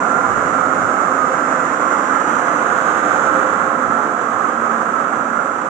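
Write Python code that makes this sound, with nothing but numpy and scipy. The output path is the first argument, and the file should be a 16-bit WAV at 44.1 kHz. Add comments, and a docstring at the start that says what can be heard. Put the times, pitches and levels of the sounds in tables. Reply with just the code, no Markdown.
"""A blower runs in a furnished living room while a hand-held stereo microphone is carried past the seats.
From the start its turbulent roar drives the room's standing waves, and a wavering whine comes and goes.
Soft low buffets reach mainly the left port in the first second, and again later. After 2 s the direct
sound fades as the microphone turns away; near 3 s a hum swells, and near 4 s a lower one.
Throughout, each microphone port colours the sound with its own resonances."""
import sys
import numpy as np
from scipy.fft import rfft, irfft, next_fast_len
from scipy.io import wavfile
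from scipy.ndimage import uniform_filter1d, minimum_filter1d

SR = 44100
rng = np.random.default_rng(int(sys.argv[2]) if len(sys.argv) > 2 else 0)


def file_out(sig):
    """Save sig as 16-bit WAV at sys.argv[1]."""
    # one column per channel
    cols = np.atleast_2d(sig).T
    # limit, then scale
    lim = np.clip(cols, -1, 1)
    pcm = np.round(lim * 32767).astype(np.int16)
    wavfile.write(sys.argv[1], SR, pcm)


N = 250929
TIME = np.arange(N) / SR
PADDED = next_fast_len(N + SR // 4)
HZ = np.maximum(np.arange(PADDED // 2 + 1) * SR / PADDED, 1)
SOFT_ENDS = np.sin(np.pi / 2 * np.minimum(np.minimum(TIME, TIME[-1] - TIME) / .003, 1)) ** 2

# spectrum of the turbulent air: f/Hz, relative density level/dB
ROAR_SPECTRUM = [(25, -32), (55, -25), (95, -8.5), (170, 3), (400, 3.5), (730, 4), (900, -0.5),
                 (1200, -1.24), (2000, -9), (2550, -15.5), (3000, -20.5), (4500, -34), (8300, -35.5),
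                 (10000, -47.5), (11500, -38.5)]


def from_db(db):
    """Amplitude ratio of a level."""
    return 10 ** (np.asarray(db) / 20)


def rms_one(x):
    """Normalisation to rms 1."""
    return x / np.sqrt(np.mean(x ** 2))


def in_time(rows):
    """Linear interpolation in time, one curve per column."""
    times, *columns = np.transpose(rows)
    return [np.interp(TIME, times, column) for column in columns]


def bell(peak_s, spread_s):
    """Gaussian envelope, 1 at its peak."""
    return np.exp(-.5 * ((TIME - peak_s) / spread_s) ** 2)


def colour(points):
    """Frequency response through (f/Hz, level/dB) points on logarithmic axes."""
    hz, db = np.transpose(points)
    return from_db(np.interp(np.log(HZ), np.log(hz), db))


def high_pass(hz, power):
    """Response that rises with a power of frequency and levels off above hz."""
    return HZ ** power / (HZ ** power + hz ** power)


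def resonance(hz, width_hz):
    """Response of a damped oscillator, 1 at resonance."""
    return 1 / (1 + 1j * (HZ ** 2 - hz ** 2) / (HZ * width_hz))


def cavity(peaks):
    """Cavity resonance lifts the sound around each natural frequency."""
    return np.prod([1 + (from_db(db) - 1) * resonance(hz, hz / q) for hz, q, db in peaks], axis=0)


def filtered(x, response):
    """Linear filtering: the spectrum times a frequency response."""
    return irfft(rfft(x * SOFT_ENDS, PADDED) * response, PADDED)[..., :N]


def noise(response):
    """Spectrally shaped Gaussian noise, rms 1."""
    return rms_one(irfft(rfft(rng.standard_normal(PADDED)) * response, PADDED)[:N])


def drift(rate_hz):
    """Slow random fluctuation: low-pass noise, rms 1."""
    return noise(1 / (1 + (HZ / rate_hz) ** 2))


def delayed(x, ms):
    """Propagation delay along a path of changing length."""
    return np.interp(TIME - ms / 1000, TIME, x * SOFT_ENDS, period=N / SR)


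def tone(hz):
    """A sine of rms 1 whose phase is the integral of its frequency."""
    return np.sqrt(2) * np.sin(2 * np.pi * (np.cumsum(hz) / SR + rng.random()))


def diffuse_field(null_hz=1900):
    """Roar from all sides is coherent at the two ports in the bass, incoherent in the treble."""
    coherence = np.sinc(HZ / null_hz) / (1 + (HZ / (2 * null_hz)) ** 2)
    mid = filtered(noise(colour(ROAR_SPECTRUM)), np.sqrt((1 + coherence) / 2))
    side = filtered(noise(colour(ROAR_SPECTRUM)), np.sqrt((1 - coherence) / 2))
    return np.array([mid + side, mid - side])


def wall_comb(x):
    """Interference with wall and floor echoes forms a comb that slides as the microphone moves."""
    # echoes: first delay/ms, last delay/ms, level/dB
    surfaces = [(6.18, 10, -20.5), (13.51, 26, -5), (23.78, 21.0, 3.5), (30.65, 36.0, -1)]
    echoes = sum(from_db(db) * delayed(x, np.linspace(first, last, N)) for first, last, db in surfaces)
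    return rms_one(x + echoes)


def direct_sound(beam_hz=1150):
    """The upper roar comes from one side; the path difference delays it at the right port."""
    # bearing of the blower: t/s, lag at the right port/ms, level re the diffuse field/dB
    bearing = [(0, 0.37, -4), (1.2, 0.4, -2), (2.2, 0.35, 1), (3.2, 0.25, -3.5), (3.9, 0.31, -5.5),
               (5.69, 0.33, -2)]
    lag_ms, level_db = in_time(bearing)
    air = wall_comb(noise(colour(ROAR_SPECTRUM)))
    at_ports = np.array([air, delayed(air, lag_ms)])
    return from_db(level_db) * filtered(at_ports, high_pass(beam_hz, 2))


def cushion_echo(air, left_db=-7, centre_hz=1250, width_hz=1200):
    """Glancing reflection: a cushion returns the middle frequencies over a changing path."""
    # echo off the nearest furniture: t/s, delay/ms, level/dB
    cushion = [(0, 1.2, -31), (1.15, 1.83, -23), (2.1, 1.87, -13.5), (2.6, 0.95, -30), (3.95, 1.6, -17.5),
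               (4.8, 1.54, -25), (5.4, 2, -37)]
    delay_ms, echo_db = in_time(cushion)
    left, right = filtered(air, np.abs(resonance(centre_hz, width_hz)))
    echo = np.array([from_db(left_db) * delayed(left, delay_ms), delayed(right, delay_ms)])
    return from_db(echo_db) * echo


def reflections(x, places=14, decay_s=0.049):
    """Convolution with decaying random echoes, whose pattern changes from place to place on the walk."""
    age_s = TIME[:SR // 4]
    spectrum, position = rfft(x, PADDED), np.linspace(0, places - 1, N)
    out = 0
    for place in range(places):
        tail = rng.standard_normal(len(age_s)) * np.exp(-age_s / decay_s)
        response = rfft(tail / np.linalg.norm(tail), PADDED)
        crossfade = np.cos(np.pi / 2 * np.clip(position - place, -1, 1))
        out = out + crossfade * irfft(spectrum * response, PADDED)[..., :N]
    return out


def reverberant(x, share_db=-9, low_hz=550, high_hz=3500):
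    """Reverberation carries part of the middle frequencies; the furniture absorbs its treble."""
    share = from_db(share_db) * high_pass(low_hz, 2) / (1 + (HZ / high_hz) ** 4)
    return filtered(x, np.sqrt(1 - share ** 2)) + reflections(filtered(x, share))


def body_shadow(air, shadow_hz=1750, hiss_hz=4800, left_db=-1.93, left_share=0.18):
    """Acoustic shadow: the turning microphone's body shades the treble, less at the more open left port."""
    # treble at the right port as it faces toward or away from the blower: t/s, level/dB
    facing = [(0, -2), (1.1, -0.5), (2.2, 1.1), (2.9, 2.1), (3.3, 2), (3.8, -1.5), (4.35, 0), (5.69, -2.5)]
    # further gain of the top hiss at that port: t/s, level/dB
    right_hiss = [(0, 2.5), (2.2, -1.5), (3.3, -1.5), (3.9, -3.5), (4.5, -3.3), (5.69, -2.5)]
    facing_db, = in_time(facing)
    hiss_db, = in_time(right_hiss)
    treble_gain = from_db([left_db + left_share * facing_db, facing_db])
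    left, right = air + (treble_gain - 1) * filtered(air, high_pass(shadow_hz, 4))
    right = right + (from_db(hiss_db) - 1) * filtered(right, high_pass(hiss_hz, 4))
    return np.array([left, right])


def blower(flutter_db=0.71, flutter_hz=36):
    """Turbulence in a fluttering air stream radiates broadband noise through a duct into the room."""
    # faint resonances of the air passage: f/Hz, Q, level/dB
    duct = [(1045, 17, 2), (1175, 160, 5.5), (2000, 13, 1.5)]
    # roar along the walk: t/s, level/dB
    nearness = [(0, -24), (2.0, -25), (3.2, -23.5), (4.1, -25.5), (4.9, -26), (5.69, -27.5)]
    level_db, = in_time(nearness)
    air = filtered(diffuse_field() + direct_sound(), cavity(duct))
    air = reverberant(air + cushion_echo(air))
    return from_db(level_db + flutter_db * drift(flutter_hz)) * body_shadow(air)


def standing_waves():
    """Room modes drone in narrow bands, each swelling as the microphone passes its antinode."""
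    # modes: f/Hz, width/Hz, antinode level/dB, passed at t/s, spread/s, distant level/dB
    room_modes = [(237.6, 20, -33.5, 3.85, 0.14, -47), (262, 19.5, -32.5, 0.47, 2, -42.5),
                  (267, 11, -34.5, 5.23, 0.2, -46), (301.6, 11.3, -33.5, 2.7, 1.9, -48.5),
                  (349, 64, -39.5, 3.3, 0.28, -58), (513, 35, -33.5, .1, 2.9, -44.5),
                  (528.8, 29, -34.5, 2.8, 0.34, -39), (731, 37, -36.5, 0.34, 0.6, -49),
                  (768, 180, -35.5, 3.27, 0.41, -46.5), (847, 44, -35, 2.2, 0.36, -48),
                  (860, 45, -35.5, 3.95, 0.15, -54), (1013, 19, -34.5, 0.13, 0.33, -46),
                  (1074, 45, -36, 1.8, .3, -54), (1080, 80, -35, 3.57, 0.45, -58),
                  (1256, 27, -49, 0.64, 0.31, -52), (1314, 15, -50, 1.1, 0.36, -55.5),
                  (1396, 37, -43, 1.9, 0.28, -52.5), (1633, 28, -46, 3.6, 0.49, -50),
                  (2150, 42, -47, 0.86, .7, -58)]
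    out = 0
    for hz, width_hz, near_db, passed_s, spread_s, far_db in room_modes:
        level_db = far_db + (near_db - far_db) * bell(passed_s, spread_s)
        drone = noise(resonance(hz, width_hz) * resonance(hz, 3 * width_hz))
        out = out + from_db(level_db) * drone
    return out


def whine(waver_hz=9.1, waver_rate_hz=14.7, left_db=-11):
    """A thin tone, wavering by frequency modulation, surges out of the roar, glides and sinks back."""
    # surges: t/s, spread/s, f/Hz, glide/(Hz/s), level/dB
    surges = [(0.137, 0.084, 1382, 155, -37), (0.274, 0.047, 1295, 202.5, -40),
              (0.56, 0.053, 1356, -350, -42), (0.61, 0.053, 1255, -200, -37),
              (1.02, 0.05, 1302, -1.5, -38.5), (1.22, 0.053, 1245, -900, -34), (2.12, 0.06, 1362, 1, -41),
              (3.08, 0.13, 1223, 2.5, -37.5), (3.305, 0.037, 1310, 0, -35), (3.523, 0.088, 1368, -350, -41),
              (3.763, 0.021, 1339, -0.5, -39), (3.94, 0.027, 1328, 100, -35),
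              (4.626, 0.025, 1272, -0.5, -36.5), (4.906, 0.071, 1305, 400, -39),
              (5.377, 0.05, 1400, -0.5, -42)]
    out, waver = 0, waver_hz * drift(waver_rate_hz)
    for peak_s, spread_s, hz, glide, db in surges:
        pitch_hz = hz + glide * (TIME - peak_s) + waver
        out = out + from_db(db) * bell(peak_s, spread_s) * tone(pitch_hz)
    return from_db([[left_db], [0]]) * out


def buffets(right_db=-8):
    """Amplitude-modulated low noise: short swells of rumble, incoherent between the ports."""
    # swells: t/s, spread/s, level/dB
    swells = [(0.349, 0.039, -29.5), (0.555, 0.27, -36.5), (0.828, 0.037, -34), (3.344, 0.23, -39.5),
              (3.895, 0.02, -30), (4.353, 0.03, -39)]
    # rumble: f/Hz, relative density level/dB
    spectrum = [(20, -32), (40, -20.5), (62, -10), (100, 1.5), (160, -3), (260, -6), (600, -63)]
    envelope = sum(from_db(db) * bell(peak_s, spread_s) for peak_s, spread_s, db in swells)
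    rumble = colour(spectrum)
    return envelope * np.array([noise(rumble), from_db(right_db) * noise(rumble)])


def hums(low_hz=230.8, high_hz=526, waver_share=0.00998, flutter_db=2.5, rate_hz=7):
    """Two tones, each localised in one part of the room, with slight random level and pitch modulation."""
    # higher hum, at the end of the sofa: t/s, level/dB
    by_sofa = [(0, -60), (2.85, -47), (3.15, -31), (3.55, -31.5), (3.75, -36.5), (4.1, -48), (5.69, -60)]
    # lower hum, near the armchair: t/s, level/dB
    by_armchair = [(0, -70), (3.5, -53), (3.72, -43), (3.95, -34), (4.15, -41), (4.4, -40.5), (4.7, -30.5),
                   (5.1, -42), (5.4, -37.5), (5.69, -45.5)]
    out = 0
    for levels, hz in (by_armchair, low_hz), (by_sofa, high_hz):
        level_db, = in_time(levels)
        amplitude = from_db(level_db + flutter_db * drift(rate_hz))
        out = out + amplitude * tone(hz * (1 + waver_share * drift(rate_hz)))
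    return out


def limited(x, ceiling=.86, window=129):
    """Peak limiting: the gain ducks for an instant around peaks above the ceiling."""
    allowed = ceiling / np.maximum(np.abs(x).max(axis=0), ceiling)
    return x * uniform_filter1d(minimum_filter1d(allowed, window), window)


def scene():
    """Superposition of the sources at the two ports."""
    roar = blower() + whine()
    drones = from_db([[-1], [0]]) * (standing_waves() + hums())  # a little weaker on the left
    return roar + drones + buffets()


def record(dry, cutoff_hz=11600):
    """Port resonances colour each channel; peaks are limited and a steep low-pass cuts the top."""
    # resonances of each port: f/Hz, Q, level/dB
    left_port = [(7320, 8.9, 17), (6030, 1.23, 6)]
    right_port = [(1343, 5.23, 19.5), (6220, 12.8, 19), (7000, 16.3, 11.5), (9160, 60, 18.5)]
    # broad response of the right microphone: f/Hz, level/dB
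    right_colour = [(25, -17), (60, -39), (125, -18), (180, -2), (240, 0), (600, 0), (1500, 0.5),
                    (2300, -4), (4000, 0), (4700, -5), (8000, 0.5), (9200, -4.5), (11500, 1.5)]
    microphones = np.array([cavity(left_port), cavity(right_port) * colour(right_colour)])
    low_pass = 1 / np.sqrt(1 + (HZ / cutoff_hz) ** 300)
    return filtered(limited(filtered(dry, microphones)), low_pass)


dry = scene()
out = record(dry)
file_out(out)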